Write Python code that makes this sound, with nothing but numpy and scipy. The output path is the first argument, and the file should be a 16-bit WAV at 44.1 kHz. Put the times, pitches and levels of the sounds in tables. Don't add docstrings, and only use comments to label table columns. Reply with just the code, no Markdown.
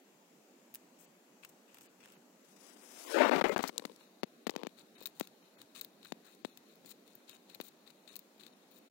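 import sys
import numpy as np
from scipy import signal
from scipy.io import wavfile
from scipy.ndimage import uniform_filter1d, minimum_filter1d

SR = 44100
rng = np.random.default_rng(int(sys.argv[2]) if len(sys.argv) > 2 else 0)


def volts_from_db(level):
    exponent = np.asarray(level, float) / 20
    return 10 ** exponent


def output_pcm(signal):
    pcm = np.clip(np.atleast_2d(signal).T, -1, 1) * 32767
    wavfile.write(sys.argv[1], SR, np.round(pcm).astype(np.int16))


N = 392490


def evened(x):
    return x / np.sqrt(np.mean(x ** 2) + 1e-20)


def read(points, hz):
    f, value = np.transpose(points)
    return np.interp(np.log(hz + 1), np.log(f + 1), value)


def along(rows, column, silent=-150):
    rows = np.array(rows)
    return np.interp(np.arange(N) / SR, rows[:, 0], rows[:, column], silent, silent)


def colour(x, db):
    mirrored = np.r_[db, db[-2:0:-1]]
    log_gain = np.log(volts_from_db(np.maximum(mirrored, -100)))
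    taps = np.fft.ifft(np.exp(np.conj(signal.hilbert(log_gain)))).real
    return signal.oaconvolve(x, taps[:len(db)])[:len(x)]


def shaped(x, points):
    return colour(x, read(points, np.fft.rfftfreq(4096, 1 / SR)))


def passed(x, order, hz, kind):
    return signal.sosfilt(signal.butter(order, hz, kind, fs=SR, output="sos"), x)


def grains(per_s, spread_db):
    size = volts_from_db(spread_db * np.minimum(rng.exponential(1, N), 4))
    sign = rng.choice([-1., 1.], N)
    return evened(size * sign * (rng.random(N) < per_s / SR))


def clumps(depth_db, size):
    drift = uniform_filter1d(uniform_filter1d(rng.standard_normal(N), size), size)
    return evened(volts_from_db(depth_db * evened(drift)))


def bursts(rows, t60, rise=0.00049):
    out, t = np.zeros(N + 4000), np.arange(4000) / SR
    for s, db in rows:
        out[round(s * SR):][:4000] += volts_from_db(db - 60 * t / t60) * np.minimum(t / rise, 1)
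    return out[:N]


def stretch(s, length, shape_db):
    out, t = np.zeros(N), np.arange(0, length, 1 / SR)
    out[round(s * SR):][:len(t)] = volts_from_db(shape_db(t))
    return out


# frequency in Hz, level in dB per Hz.
HUM_COLOUR = [(25, -41), (85, -28), (130, -20.5), (190, -3), (304, -5.5), (854, -14.5), (1120, -18),
              (2900, -23), (3810, -24.5), (6730, -24.5), (8600, -33), (16500, -40.5)]
HUM_DB = -64
# time in seconds, level in dB.
HUM_SWELL = [(0, 1), (1, 1), (2.4, 0.4), (3.2, 3.5), (4.1, 2), (6, 1.5), (8.9, 1)]
# frequency in Hz, likeness from -1 to 1.
LIKENESS = [(60, 0.31), (180, 1), (550, 0.67), (1650, -0.08), (4970, -0.022), (15000, -0.22)]
# frequency in Hz, level in dB.
HUM_RIGHT = [(100, 1), (640, 2), (2000, 0), (7000, -7), (15000, -2)]


def hum():
    frames, hz = N // 256 + 5, np.fft.rfftfreq(1024, 1 / SR)
    a, b, c, d, patches = rng.standard_normal((frames, 513, 5)).T
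    patches_db = evened(uniform_filter1d(uniform_filter1d(patches, size=10, axis=0), size=12, axis=1))
    s, db = np.transpose(HUM_SWELL)
    swell_db = np.interp(np.arange(frames) * 256 / SR, s, db - db[0])
    swell_db = swell_db / (1 + (hz[:, None] / 1200) ** 2)
    same = np.clip(read(LIKENESS, hz), -1, 1)[:, None]
    left, other = a + 1j * b, c + 1j * d
    right = (same * left + np.sqrt(1 - same ** 2) * other) * volts_from_db(read(HUM_RIGHT, hz))[:, None]
    spectra = np.array([left, right]) * volts_from_db(read(HUM_COLOUR, hz)[:, None] + patches_db + swell_db)
    return volts_from_db(HUM_DB) * evened(signal.istft(spectra, nperseg=1024, noverlap=768)[1][:, :N])


# frequency in Hz, level in dB.
SELF_NOISE = [(150, -45), (1000, -10.5), (4000, -4.5), (10000, -1), (16500, 1)]
SELF_DB = -73


def self_noise():
    return np.array([volts_from_db(SELF_DB) * evened(shaped(rng.standard_normal(N), SELF_NOISE)) for port in range(2)])


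# time in seconds, cover of the left port from 0 to 1, left-right balance of the rabbit in dB.
GRIP = [
    (0, 0, -16),
    (1.0, 0, 10),
    (2.4, 0, 2),
    (3.1, 0.1, 15),
    (3.8, 1, 3),
    (8.9, 1, 19),
]
# frequency in Hz, width in Hz, boost in dB.
OPEN_PORT = [(2660, 680, 7.5), (7800, 1800, 9.5)]
COVERED_PORT = [(2524, 220, 7.6), (3780, 570, 12.55), (4298, 740, 11.8), (7170, 1100, 9.4),
                (8880, 450, 9.3), (14900, 3400, 11.2)]


def left_port(x, depth, hiss_db=0):
    hz = np.fft.rfftfreq(512, 1 / SR)
    open_db, covered_db = [sum(db / (1 + (2 * (hz - f) / width) ** 2) for f, width, db in port)
                           for port in (OPEN_PORT, COVERED_PORT)]
    cover = np.clip(along(GRIP, 1), 0, 1)
    free_db = depth * open_db + hiss_db / (1 + ((hz - 7000) / 1500) ** 2)
    shut_db = depth * covered_db / (1 + (1 - depth) * (hz / 6000) ** 4)
    return (1 - cover) * colour(x, free_db) + cover * colour(x, shut_db)


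# start in seconds, length in
# seconds, level in dB, fizz above 11 kHz in dB.
GRINDS = [
    (0.985, 0.089, -79, 19),
    (1.424, 0.027, -60, -14),
    (1.486, 0.013, -74.5, 15),
    (1.675, 0.11, -67.5, -17),
    (1.808, 0.077, -74, 10.5),
    (2, 0.055, -61.5, -20),
    (2.07, 0.098, -68, -9),
          (3.984, 0.092, -71.5, -14), (4.768, 0.05, -64.5, -11), (4.949, 0.093, -62.5, -19),
         (5.05, 0.057, -84, -17), (5.147, 0.083, -78.5, 6), (5.221, 0.032, -65, -2),
         (5.419, 0.066, -67, -29), (5.566, 0.063, -66.5, -12.5), (5.745, 0.052, -57.5, -7),
         (5.798, 0.051, -72, -6), (6.01, 0.06, -67.5, -30), (6.067, 0.044, -69, -10),
         (6.242, 0.098, -72, -3), (6.444, 0.0095, -51.5, -18), (6.344, 0.0073, -82.5, 21),
         (6.454, 0.078, -70.5, -13), (6.65, 0.087, -72, -8), (6.852, 0.06, -74.5, 10),
         (6.899, 0.022, -69.5, 10), (7.058, 0.075, -74.5, -5), (7.273, 0.056, -59.5, -21),
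         (7.326, 0.039, -65, -8), (7.481, 0.076, -65.5, -19), (7.633, 0.055, -71, 10.5),
         (7.86, 0.051, -63, -22), (8.072, 0.072, -64, -8.5), (8.392, 0.022, -60, -16),
         (8.402, 0.078, -67, -12), (8.521, 0.017, -74.5, 5), (8.707, 0.08, -77.5, 11)]
STROKE_EDGE_S, STROKE_SAG_DB = 0.0072, -1.5


def strokes(fizz):
    out = np.zeros(N)
    for s, length, db, fizz_db in GRINDS:
        n = round((length + STROKE_EDGE_S) * SR)
        ease_db = STROKE_SAG_DB * np.linspace(-.5, .5, n)
        ends = signal.windows.tukey(n, min(2 * STROKE_EDGE_S * SR / n, 1))
        out[round(s * SR):][:n] += volts_from_db(db + ease_db + fizz * fizz_db) * ends
    return out


def bands(x):
    edges = [(5500, "low"), ((5500, 11000), "band"), (11000, "high")]
    return [evened(passed(row, 3, hz, kind)) for row, (hz, kind) in zip(x, edges)]


# time in seconds, peak in dB, fizz above 11 kHz in dB.
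FIBRE_SNAPS = [(0.7404, -38, 15), (0.7467, -36.5, 21), (0.7546, -31.5, 12.5), (1.4351, -45, 1),
               (1.448, -20.5, -6), (1.744, -38.5, 7), (1.77, -33, -6), (1.784, -28.5, -6), (1.809, -34.5, 3),
               (1.8662, -39, -12), (2.0128, -30, -23), (2.0298, -34, -17), (2.0564, -27, -10),
               (2.121, -49, 17),
               (5.0245, -35, 1), (5.0566, -19, -1), (5.0606, -33, -18), (5.0623, -38, 25), (5.064, -51, 5),
         (5.032, -40, 8), (5.096, -53, 10), (5.0702, -29, 7), (5.1973, -21.5, 6), (5.272, -29.5, -4.5),
         (5.6159, -27.5, -9), (5.7603, -26, -16), (5.8113, -26, 11.5), (5.8463, -28, 1),
         (6.0475, -24.5, -17), (6.057, -24.5, -21), (6.573, -33, 2), (6.755, -54, 14), (6.9132, -34, -1),
         (7.077, -31.5, -15), (7.1523, -65, 40.5), (7.293, -39, -15), (7.2946, -29, -6),
         (7.4982, -29.5, -14), (7.5471, -30, 1), (7.611, -18.5, -7), (7.9025, -39, -6), (8.1555, -27.5, 3),
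         (8.1637, -29, 7.5), (8.191, -38, 13), (8.406, -36, -25), (8.4347, -28.5, -15), (8.4647, -27, -12),
         (4.6914, -33, -23), (4.7866, -37, -14.5), (4.9644, -36, -9), (5.006, -36, -4), (5.5828, -46, -12),
         (6.029, -27, -22), (6.2493, -44, -12), (6.2663, -42, -4), (6.8584, -36, -3), (6.8922, -37, 2),
         (7.281, -48, -17), (7.3484, -38, -6), (7.682, -43, 2), (7.875, -28.5, -20), (8.0894, -31, -14),
         (8.0936, -31, -11), (8.103, -32, -16), (8.38, -40, -11)]
# frequency in Hz, level in dB.
BITE = [(120, -106), (400, -44), (1100, 0.5), (2000, -1), (3000, 0), (6000, -11.5), (10000, -14),
        (16500, -10)]
# start in seconds, length in seconds, level in dB.
MUNCHES = [
    (2.03, 0.06, -76),
    (4.764, 0.039, -75),
    (5.572, 0.068, -70),
    (5.75, 0.083, -70),
    (6.049, 0.008, -51.5),
    (6.23, 0.088, -66.5),
    (8.1, 0.066, -75),
]
SNAP_T60, SNAP_CORE_S, SNAP_CORE_DB = 0.0069, 0.0014, 17
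CRUMBS_DB, CRUMBS_T60 = -35.5, 0.051
SMALL_SNAPS_PER_S, SMALL_SNAP_DB = 15, 16


def rabbit():
    s, db, fizz_db = np.transpose(FIBRE_SNAPS)
    thin_starts = 1. * (rng.random(N) < SMALL_SNAPS_PER_S / SR)
    thin_snap = bursts([(0.0071, SMALL_SNAP_DB)], SNAP_T60, rise=0.0035)[:2000]
    thin = signal.oaconvolve(thin_starts, thin_snap)[:N]
    grind, snap = [], []
    # how far it follows the fizz, trim of the grinding and of the snaps in dB
    for share, grind_db, snap_db in [(0.2, -0.87, -6), (0.5552, 0, -4), (0.91, 0.12, 3)]:
        effort = strokes(share)
        crumbs = bursts(zip(s, db + CRUMBS_DB + share * fizz_db), CRUMBS_T60)
        grind.append((effort + crumbs) * clumps(2.7, size=150) * volts_from_db(grind_db))
        cracks = bursts(zip(s, db + share * fizz_db), SNAP_T60, rise=0.0051)
        snap.append((cracks + thin * effort) * volts_from_db(snap_db))

    cells, fibres = [grains(2500, 3.1) for band in range(3)], grains(26000, 2.5)
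    fibres[np.round((s + SNAP_CORE_S) * SR).astype(int)] = volts_from_db(SNAP_CORE_DB)
    jaw = sum(stretch(start, length, lambda t: level - 12 * (1 - np.sin(np.pi * t / length)))
              for start, length, level in MUNCHES)
    dull = jaw * evened(passed(cells[0], 2, (900, 2100), "band"))

    ports = []
    for side in range(2):
        crackle = bands([shaped(0.16 * c + 2.0 * grains(2500, 2.5), BITE) for c in cells])
        crack = bands([shaped(0.64 * fibres + 0.5 * rng.standard_normal(N), BITE)] * 3)
        ports.append(dull + sum(g * a + n * b for g, a, n, b in zip(grind, crackle, snap, crack)))
    right = np.roll(ports[1], shift=26) * volts_from_db(4.0 - along(GRIP, 2, 0))
    return np.array([ports[0], right])


# start in seconds, length in seconds, level in dB.
TREMBLES = [
    (3.72, 0.051, -51),
    (4.575, 0.052, -45),
]
DABS_PER_S = 125
# time in seconds, peak in dB.
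DABS = [(2.119, -56.5), (2.835, -51), (3.05, -43), (3.758, -49), (3.778, -36), (3.821, -42), (3.84, -41),
        (3.875, -51), (3.896, -42), (3.915, -44), (4.01, -48.5), (4.513, -42), (4.524, -47), (4.538, -40.5),
        (4.552, -39.5), (4.649, -38), (4.66, -41), (5.013, -48), (5.201, -39.5)]
# frequency in Hz, width in Hz, level in dB.
CASE_MODES = [(315, 180, -5), (487, 155, -2), (950, 450, -11.5), (3060, 2500, -23)]


def dabs():
    shakes = [(t + rng.uniform(0, 0.0012), db + 1.6 * rng.standard_normal())
              for s, length, db in TREMBLES for t in np.arange(s, s + length, 1 / DABS_PER_S)]
    s, db = np.transpose(DABS + shakes)
    hz = np.fft.rfftfreq(4096, 1 / SR)
    case_power = sum(volts_from_db(2 * d) / (1 + (2 * (hz - f) / width) ** 2) ** 2 for f, width, d in CASE_MODES)
    skin = grains(5100, 3.7)
    skin[np.round((s + 0.0004) * SR).astype(int)] = 6
    pushes = bursts(zip(s, db + 22), 0.021, rise=0.00029) * skin
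    return colour(pushes, 10 * np.log10(case_power))


# start in seconds, length in seconds, left level in dB, right level in dB.
FOLDS = [(2.39, 0.23, -65.5, -73), (2.44, 0.019, -65, -85), (2.483, 0.017, -65, -85),
         (2.5, 0.031, -67, -85), (2.559, 0.022, -60, -85), (2.584, 0.19, -53, -85),
         (2.759, 0.016, -54.5, -85), (2.766, 0.16, -53.5, -65), (2.887, 0.22, -47, -57.5),
         (3.003, 0.12, -70, -61), (3.063, 0.12, -40.5, -75), (3.41, 0.21, -73, -71),
         (3.597, 0.47, -67, -90)]
# frequency in Hz, level in dB.
CLOTH = [
    [(120, -41.5), (300, 0), (1800, -7), (4300, -8.5), (5200, -1.5), (10300, -4.5), (11500, -9.5),
     (16500, -17.5)],
    [(200, -42), (1500, -25), (3000, -7), (6000, -7), (10000, -6), (16500, -0.5)],
]
FOLD_ENDS_DB, FOLD_LEAN = -10.5, 0.96


def sleeve():
    rucks = clumps(0.82, size=300)
    levels = [0, 0]
    for s, length, *port_db in FOLDS:
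        arch = stretch(s, length, lambda t: FOLD_ENDS_DB * (1 - np.sin(np.pi * (t / length) ** FOLD_LEAN)))
        levels = [level + arch * volts_from_db(db) for level, db in zip(levels, port_db)]
    return np.array([level * evened(shaped(grains(14000, 3.5) * rucks, tone))
                     for level, tone in zip(levels, CLOTH)])


# time in seconds, pressure in dB.
PRESS = [
    (3.06, -60.5),
    (3.158, -31.5),
    (3.198, -29.5),
    (3.212, -27.5),
    (3.236, -27.5),
    (3.252, -26),
    (3.272, -32),
    (3.297, -31.5),
    (3.308, -99),
]
PRESS_HISS_DB, HISS_FOLLOWS = -45.5, 0.4
# start in seconds, length in seconds, level in dB, slackening in dB, hiss in dB.
SLIPS = [
    (3.3132, 0.096, -28.5, -10, -44),
    (3.4111, 0.014, -28, 5, -46),
    (3.441, 0.063, -26.5, -22, -49.5),
    (3.4945, 0.061, -27.5, -22, -45.5),
    (3.5619, 0.028, -29.5, -19.5, -51),
    (3.59, 0.039, -33, -28, -52),
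    (3.623, 0.016, -51, 4, -44),
    (3.638, 0.063, -44.5, -14, -47.5),
    (3.691, 0.013, -37.5, -18, -44),
]
STICK_S, STICK_DB = 0.0088, -20


def sliding():
    press_db = along(PRESS, 1)
    push = volts_from_db(press_db)
    hiss = volts_from_db(PRESS_HISS_DB + HISS_FOLLOWS * (press_db + 38)) * (press_db > -99)
    for s, length, db, slack_db, hiss_db in SLIPS:
        grip = stretch(s, length, lambda t: STICK_DB * np.clip(1 - (length - t) / STICK_S, 0, 1))
        push += grip * stretch(s, length, lambda t: db + slack_db * t / length)
        hiss += grip * stretch(s, length, lambda t: hiss_db + HISS_FOLLOWS * slack_db * (t / length - .5))
    return push, hiss


def knocks(rows, t60, rise):
    out, t = np.zeros(N), np.arange(2000) / SR
    for s, db, hz in rows:
        envelope = volts_from_db(db - 60 * t / t60) * np.minimum(t / rise, 1)
        out[round(s * SR):][:2000] += envelope * np.sin(2 * np.pi * hz * t)
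    return out


# frequency in Hz, level in dB per Hz.
SKIN_RUMBLE = [(59, -72), (100, -6), (208, -0.5), (367, -3), (555, -5), (621, -2.5), (682, -8), (750, -5.5),
               (1420, -9.5), (1590, -12), (2230, -14.5), (9000, -46.5), (11700, -43), (19800, -120)]
# frequency in Hz, level in dB.
SKIN_HISS = [(300, -37), (1800, 5.5), (2900, 2.5), (4000, 5.5), (5000, -1), (7000, -2.5), (10000, -11.5),
             (14500, -8.5), (16500, -8)]
# frequency in Hz, level in dB.
THUMP = [(20, 0), (70, -6), (110, -1), (200, -40), (20000, -99)]
# time in seconds, peak in dB, crackle in dB.
POPS = [(3.2097, -36, -30), (3.3112, -17.5, -32), (3.343, -41, -18), (3.361, -16, -18), (3.413, -27, -32),
        (3.441, -24, -16), (3.492, -24, -8), (3.5615, -27.5, -27), (3.591, -23, -19), (3.6074, -27, -11),
        (3.6384, -22.5, 1), (3.6907, -29, -16), (3.795, -33, 2), (3.851, -25.5, 2.5), (3.855, -35.5, 3),
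        (4.232, -18, -7), (4.2372, -27, -8), (4.4676, -18.5, 1), (4.472, -28.5, -3), (4.4938, -21.5, -4),
        (4.4962, -28.5, -2), (4.477, -35, 0), (4.5612, -22, -4.5), (4.578, -44, -4), (4.633, -25, -9),
        (4.668, -24.5, -4.5), (5.2089, -19.5, -7), (6.121, -23, -4.5), (6.1221, -35, -6),
        (6.448, -22, -10.5), (6.847, -46.5, -7), (7.557, -48, -12), (7.601, -26.5, -14), (7.603, -43.5, 7)]
# time in seconds, peak in dB.
TICKS = [(3.485, -29), (3.5792, -24), (3.6274, -26), (3.6305, -24), (3.634, -27), (3.6762, -21),
         (3.679, -23), (3.6815, -24.5), (3.6845, -25), (3.692, -41), (3.7795, -17), (3.8248, -44),
         (3.8565, -38), (3.8674, -47), (3.9196, -42), (3.9614, -33.5), (4.001, -47), (4.5064, -31.5),
         (4.553, -43)]
# time in seconds, peak in dB, pitch in Hz.
KNOCKS = [
    (3.1595, -11, 566),
    (3.1705, -13, 520),
    (3.2035, -10, 620),
    (3.2085, -3.5, 673),
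    (3.217, -8.5, 592),
    (3.2465, -31, 565),
    (3.294, -14, 496),
]
# time in seconds, peak in dB, pitch in Hz.
JOLTS = [(3.3123, -23, 600), (3.4133, -21, 700), (3.4421, -21, 520), (3.49415, -22, 806), (3.5623, -7, 710),
         (3.5919, -17, 586), (3.6395, -11, 820), (3.69105, -26.5, 700)]
# time in seconds, peak in dB, pitch in Hz.
PINGS = [
    (3.7799, -16.5, 3850),
    (5.0572, -21, 3770),
    (3.78, -21, 7400),
    (3.7801, -21.5, 9100),
]


def finger():
    push, hiss = sliding()
    rumble = push * volts_from_db(7.5) * evened(shaped(grains(4500, 1.4) * clumps(1.57, size=90), SKIN_RUMBLE))
    s, db, crackle_db = np.transpose(POPS)
    hiss = hiss + bursts(zip(s + 0.0019, db + crackle_db), 0.0057)
    skin = evened(shaped(grains(6000, 2.5) * clumps(0.88, size=120), SKIN_HISS))
    ticks = bursts(TICKS, 0.007) * passed(skin, 4, 4100, "high")

    drops = np.zeros(N)
    drops[np.round((s + 0.001) * SR).astype(int)] = -volts_from_db(db + 9.5)
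    drops[np.round((s + 0.0017) * SR).astype(int)] = -volts_from_db(db - 38.0)
    drop_colour = [(700, -3.0), (1300, -7.5), (2200, -4.0), (4500, -3.5), (7000, -16.5), (16000, -13)]  # (Hz, dB)
    steps = signal.lfilter([1], [1, -0.995], shaped(drops, drop_colour))

    rings = knocks(KNOCKS, t60=0.019, rise=0.0014)
    rings += knocks(JOLTS, t60=0.0065, rise=0.00035)
    rings += knocks(PINGS, t60=0.0049, rise=0.00023)
    pressure = passed(passed(steps + rumble + dabs(), 4, 165, "high"), 4, 225, "high")
    pressure += passed(rings, 2, 130, "high")

    slipping = np.arange(N) > SLIPS[0][0] * SR
    thump = volts_from_db(-26) * push * slipping * evened(shaped(grains(350, 3.4), THUMP))
    return hiss * skin + ticks + pressure + volts_from_db(-46) * steps + thump


def scene():
    far, near, cloth = hum(), rabbit(), sleeve()
    left = left_port(far[0], depth=0.54, hiss_db=3.5) + left_port(near[0], depth=1.0) + cloth[0] + finger()
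    right = far[1] + near[1] + cloth[1]
    return np.array([left, right]) + self_noise()


def dropped(x, size, rule):
    hz, t, z = signal.stft(x, SR, "cosine", nperseg=size, noverlap=size // 2)
    gone = rule(hz, np.minimum(np.round(t * SR).astype(int), N - 1), abs(z) ** 2)
    return signal.istft(z * ~gone, SR, "cosine", nperseg=size, noverlap=size // 2)[1][:, :N]


# frequency in Hz, level in dB.
WEAK = [(2500, -9), (5000, -4.6), (9000, -4), (16000, -4.2)]
# frequency in Hz, level in dB.
MASKED = [(1500, -80), (3000, -58), (6000, -53), (16000, -53)]
MASK_SPREAD_DB = 6
STEADY_CREST = 3.5


def thinned(x):
    edge = np.diff(x, prepend=0) ** 2
    peak = -minimum_filter1d(-uniform_filter1d(edge, size=128), size=2048)
    steady = peak < STEADY_CREST * uniform_filter1d(edge, size=2048)

    def strips(hz, at, power):
        both = power.mean(0)
        thin = minimum_filter1d(uniform_filter1d(both, size=6, axis=0), size=5, axis=0)
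        thin = minimum_filter1d(thin, size=3, axis=1)
        weak = thin < volts_from_db(2 * read(WEAK, hz))[:, None] * uniform_filter1d(both, size=64, axis=0)
        return weak & steady[:, None, at]

    def patches(hz, at, power):
        cells = uniform_filter1d(power, size=5, axis=1)
        loudest = -minimum_filter1d(-cells.max(1), size=12)[:, None]
        whim = rng.standard_normal((len(at) // 2 + 1, len(hz) // 5 + 1))
        whim = whim.repeat(2, axis=0).repeat(5, axis=1)[:len(at), :len(hz)].T
        limit_db = read(MASKED, hz)[:, None] + MASK_SPREAD_DB * whim
        return (cells < volts_from_db(2 * limit_db) * loudest) & ~steady[:, None, at]

    return dropped(dropped(x, size=2048, rule=strips), size=256, rule=patches)


def band_limit(x):
    return signal.sosfilt(signal.butter(12, 16600, fs=SR, output="sos"), x)


def record(dry):
    low_pass = signal.firwin(511, 15950, window=("kaiser", 7), fs=SR)
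    limited = signal.oaconvolve(dry, low_pass[None], "same")
    return band_limit(thinned(limited))


dry = scene()
out = record(dry)
output_pcm(out)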